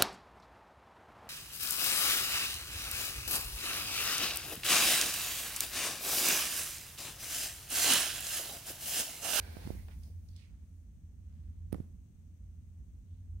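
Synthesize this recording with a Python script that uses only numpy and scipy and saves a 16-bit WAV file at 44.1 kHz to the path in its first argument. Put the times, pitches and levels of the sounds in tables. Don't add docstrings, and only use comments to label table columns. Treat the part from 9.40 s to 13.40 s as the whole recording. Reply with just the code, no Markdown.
import sys
import numpy as np
from scipy import signal
from scipy.fft import rfft, irfft
from scipy.io import wavfile

SR = 44100
rng = np.random.default_rng(int(sys.argv[2]) if len(sys.argv) > 2 else 0)


def inscribe(sig):
    pcm = np.round(np.clip(np.atleast_2d(sig).T, -1, 1) * 32767)
    wavfile.write(sys.argv[1], SR, pcm.astype(np.int16))


N = 176400
TIME, FREQ = np.arange(N) / SR, np.fft.rfftfreq(N, 1 / SR)


def amp(db):
    return 10 ** (np.asarray(db) / 20)


def unit(x):
    return x / np.sqrt(np.mean(x ** 2) + 1e-20)


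def read(points, hz=FREQ, column=1):
    table = np.transpose(points)
    return np.interp(np.log(hz + 1), np.log(table[0]), table[column])


def pan(db):
    gains = np.array([amp(np.atleast_1d(db)), np.ones(np.size(db))])
    return gains / np.sqrt((gains ** 2).mean(0))


def noise(gain, likeness=0):
    left, other = rfft(rng.standard_normal((2, N)))
    likeness = np.clip(likeness, -1, 1)
    right = likeness * left + np.sqrt(1 - likeness ** 2) * other
    return unit(irfft(np.array([left, right]) * gain, N))


def band(hz, octaves):
    return np.exp(-.5 * (np.log2((FREQ + 1) / hz) / octaves) ** 2)


def drift(rate_hz):
    return unit(irfft(rfft(rng.standard_normal(N)) * np.exp(-(FREQ / rate_hz) ** 2), N))


def flutter(rate_hz, depth_db):
    return amp(depth_db * drift(rate_hz))


def burst(start, decay):
    return (TIME >= start) * np.exp(-abs(TIME - start) / decay)


def water():
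    # time in seconds, rush level in dB, spray level in dB.
    flow = [(0, -58.5, -61.5), (.15, -57.5, -61.5), (.28, -56.5, -60), (.36, -64.5, -62.5),
            (.46, -68.5, -68.5), (.56, -76, -69.5), (.66, -74.5, -69), (.77, -82, -78.5),
            (.9, -81.5, -76.5), (1.3, -100, -100)]
    # frequency in Hz, relative level in dB.
    rush_colour = [(100, -3.5), (400, 4.5), (850, 1.5), (1200, -7.5), (2100, -2), (3000, -7), (4500, -5.5),
                   (7000, -20), (16000, -45)]
    spray_colour = [(1000, -13), (4000, -11), (6000, 2), (9300, -1), (12000, -2.5), (15500, -0.5)]
    # frequency in Hz, width in Hz, starting level in dB.
    pipe_modes = [(1491, 69, -66), (1587, 72, -65.5), (1700, 38, -70), (2330, 81, -71)]
    # frequency in Hz, balance in dB.
    balance = [(100, -10), (700, 0), (1300, -4), (2300, -7), (4400, -4), (8000, -3), (15000, 5)]
    fade_db_per_s2 = 192
    times, rush_db, spray_db = np.transpose(flow)
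    sides = pan(read(balance))
    rush = noise(amp(read(rush_colour)) * sides) * amp(np.interp(TIME, times, rush_db))
    rush *= flutter(rate_hz=47, depth_db=0.7)
    spray = noise(amp(read(spray_colour)) * sides) * amp(np.interp(TIME, times, spray_db))
    spray *= flutter(rate_hz=340, depth_db=0.6)
    pipe = sum(amp(db) * noise(sides / (1 + (2 * (FREQ - hz) / width) ** 2))
               for hz, width, db in pipe_modes)
    return rush + spray + pipe * amp(-fade_db_per_s2 * TIME ** 2)


def ventilation():
    # frequency in Hz, relative level in dB.
    colour = [(20, -25), (35, -16.5), (55, 1), (80, -2.5), (105, -11), (135, -18), (170, -14.5), (195, -19),
              (220, -18), (300, -29.5), (400, -39.5), (600, -46), (1000, -54), (2500, -54), (5000, -60),
              (16000, -70)]
    # frequency in Hz, correlation.
    likeness = [(30, 0.76), (130, 0.98), (290, 0.68), (640, 0.47), (1400, 0)]
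    # time in seconds, gain in dB.
    swell_db = [(0, 1.5), (.65, 3), (1, -2), (1.7, -2.5), (2.2, 4), (2.7, -4), (4, 1.5)]
    hum_hz, wander_hz = 85.2, 3.047
    air = amp(-50.5) * noise(amp(read(colour)), read(likeness))
    rumble = irfft(rfft(air) / (1 + (FREQ / 250) ** 4), N)
    wash = air - rumble
    cycles = np.cumsum(hum_hz + wander_hz * drift(rate_hz=8.1)) / SR
    hum = amp(-51.5) * unit(np.sin(2 * np.pi * cycles) * flutter(rate_hz=7.2, depth_db=3.5))
    swell = amp(np.interp(TIME, *np.transpose(swell_db))) * flutter(rate_hz=13, depth_db=1.5)
    return wash + (rumble + hum) * swell * pan(db=-1.44)


def finger_bumps():
    # release in seconds, strength of the push in dB, contact time in ms, balance in dB.
    touches = [(0.169, -23.5, 0.83, -38), (0.255, -18.5, 3.3, -3), (0.267, -21.5, 2.5, 8),
               (0.2754, -23, 0.85, -33), (0.3046, -16, 0.88, -37), (0.351, -31.5, 0.92, -18),
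               (2.3267, -34, 0.3, -25), (2.329, -13, 0.92, -38), (2.3391, -19, 3.2, -35),
               (2.3456, -24.5, 0.32, -30), (2.3495, -27, 0.65, -30), (2.356, -24, 1.3, -31),
               (2.3840, -30.5, 1.1, -22), (2.4027, -17, 1.66, -32)]
    # frequency in Hz, gain in dB, seconds to fall by 60 dB.
    case_modes = [(77.5, -28, 0.098), (382, -29, 0.06), (874, -29.5, 0.019)]
    release_share, low_cut_hz = 0.71, 124
    push = np.zeros((2, N))
    for release, db, contact_ms, pan_db in touches:
        progress = np.clip((TIME - release) * 1000 / contact_ms, -40, 40)
        push -= pan(pan_db) * amp(db) / (np.exp(-progress) + np.exp(2 * progress / release_share))
    thump = signal.sosfilt(signal.butter(2, low_cut_hz, "high", fs=SR, output="sos"), push)
    t = TIME[:SR // 2]
    ring = sum(amp(db - 60 * t / t60) * np.sin(2 * np.pi * hz * t) * 2 * np.pi * hz / SR
               for hz, db, t60 in case_modes)
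    thump = thump + signal.fftconvolve(thump, ring[None], axes=1)[:, :N]
    return thump + amp(-25.5) * tile_echo(thump[1]) * pan(db=-18)


def casing_clicks():
    # start in seconds, strength in dB, decay in seconds, treble tilt in dB per octave.
    knocks = [(0.1699, -15.5, .0012, -5), (0.2739, -13.5, 0.0013, -5), (0.3029, -12.5, 0.00091, -11.5),
              (2.3238, -24.5, .001, -2), (2.3280, -17.5, 0.00034, 0), (2.3441, -13.5, 0.0017, -5.5),
              (2.402, -28, .0015, -5.5)]
    # frequency in Hz, gain in dB.
    colour = [(200, 8.5), (700, -2), (2000, -3), (4000, -10.5), (7500, -9.5), (10500, -4.5), (12500, -7),
              (16000, -21)]
    # frequency in Hz, gain in dB.
    echo_share = [(300, -2.5), (2000, -7.5), (4000, -8.5), (7500, -5), (10000, -14.5), (15000, -9.5)]
    spectrum = 0
    for start, db, decay, tilt in knocks:
        crunch = rfft(burst(start, decay) * rng.standard_normal(N))
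        flat_crunch = np.exp(1j * np.angle(crunch))
        spectrum = spectrum + flat_crunch * amp(db + read(colour) + tilt * np.log2(FREQ / 1000 + .5))
    echo = tile_echo(irfft(spectrum * amp(read(echo_share)), N))
    return irfft(spectrum, N) * pan(db=-20) + echo


def tile_echo(x):
    # frequency in Hz, seconds to fall by 60 dB.
    decay_times = [(100, 1), (500, 0.53), (2000, 0.42), (8000, 0.64), (16000, 0.75)]
    taps_per_s, first_echo_s = 4000, .006
    taps = rng.standard_normal((2, SR)) * (rng.random((2, SR)) < taps_per_s / SR)
    taps *= TIME[:SR] > first_echo_s
    hz, t, bands = signal.stft(taps, SR, nperseg=256)
    fade = amp(-60 * t / read(decay_times, hz)[:, None])
    tail = signal.istft(bands * fade, SR, nperseg=256)[1]
    return signal.fftconvolve(x[None], tail / np.linalg.norm(tail[0]), axes=1)[:, :N]


def swishes():
    # peak time, rise and fall in seconds, level in dB, centre in Hz, width in octaves,
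    # balance in dB.
    swells = [(.39, .06, 0.039, -70, 2040, 0.25, -18), (.488, 0.0068, 0.011, -64.5, 450, .5, 4),
              (.515, 0.016, 0.027, -69.5, 2280, 0.7, -11), (.66, 0.03, 0.032, -78, 4900, 0.19, -8),
              (.682, 0.0053, 0.023, -67.5, 490, 0.46, -1), (.985, 0.038, 0.053, -71, 4140, 0.52, -6),
              (1.025, 0.041, 0.049, -72.5, 2350, 0.33, -11), (1.02, 0.065, 0.21, -81.5, 1170, 1.3, -1),
              (1.35, 0.12, 0.1, -85, 7500, .6, 3), (1.94, .07, 0.21, -82.5, 1270, 1.7, -2.5),
              (3.74, 0.056, .06, -87, 3380, .3, -3)]
    out = np.zeros((2, N))
    for peak, rise, fall, db, hz, octaves, pan_db in swells:
        swell = np.exp(-.5 * ((TIME - peak) / np.where(TIME < peak, rise, fall)) ** 2)
        out += amp(db) * swell * noise(band(hz, octaves)) * pan(pan_db)
    return out * flutter(rate_hz=310, depth_db=2.5)


def drips():
    # start in seconds, level in dB, centre in Hz, width in octaves, decay in seconds.
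    drops = [(0.484, -54.5, 1100, 1.1, 0.0049), (.634, -58, 5300, 0.67, 0.0045),
             (0.887, -62, 5400, 0.45, 0.0051), (.963, -54.5, 4600, 0.65, 0.004)]
    splats = sum(amp(db) * burst(start, decay) * noise(band(hz, octaves))
                 for start, db, hz, octaves, decay in drops)
    return (splats + amp(-1) * tile_echo(splats[0])) * pan(db=-4)


def scene():
    return water() + ventilation() + finger_bumps() + casing_clicks() + swishes() + drips()


def record(dry):
    # frequency in Hz, gain in dB.
    right_port = [(5400, 0), (6600, -7), (7600, -17), (8400, -1), (9300, 5), (11000, 0), (15000, 2.5)]
    # frequency in Hz, left and right relative levels in dB.
    hiss_colour = [(970, -7.5, -13), (5140, -24, -17), (5500, -6.5, -11.5), (6480, 0.5, -25),
                   (7380, -9.5, -15), (8120, -1.5, -16), (10240, -17.5, -18), (12800, -13, -14),
                   (15500, -12.5, -14)]
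    hiss_db, top_hz = -81, 15850
    port_gain = amp(read(right_port, np.fft.rfftfreq(2 * N, 1 / SR)))
    right = irfft(rfft(dry[1], 2 * N) * port_gain)[:N]
    hiss = amp(hiss_db) * noise(amp([read(hiss_colour), read(hiss_colour, column=2)]))
    lowpass = signal.firwin(511, top_hz, window=("kaiser", 9), fs=SR)
    return signal.oaconvolve(np.array([dry[0], right]) + hiss, lowpass[None], "same")


dry = scene()
out = record(dry)
inscribe(out)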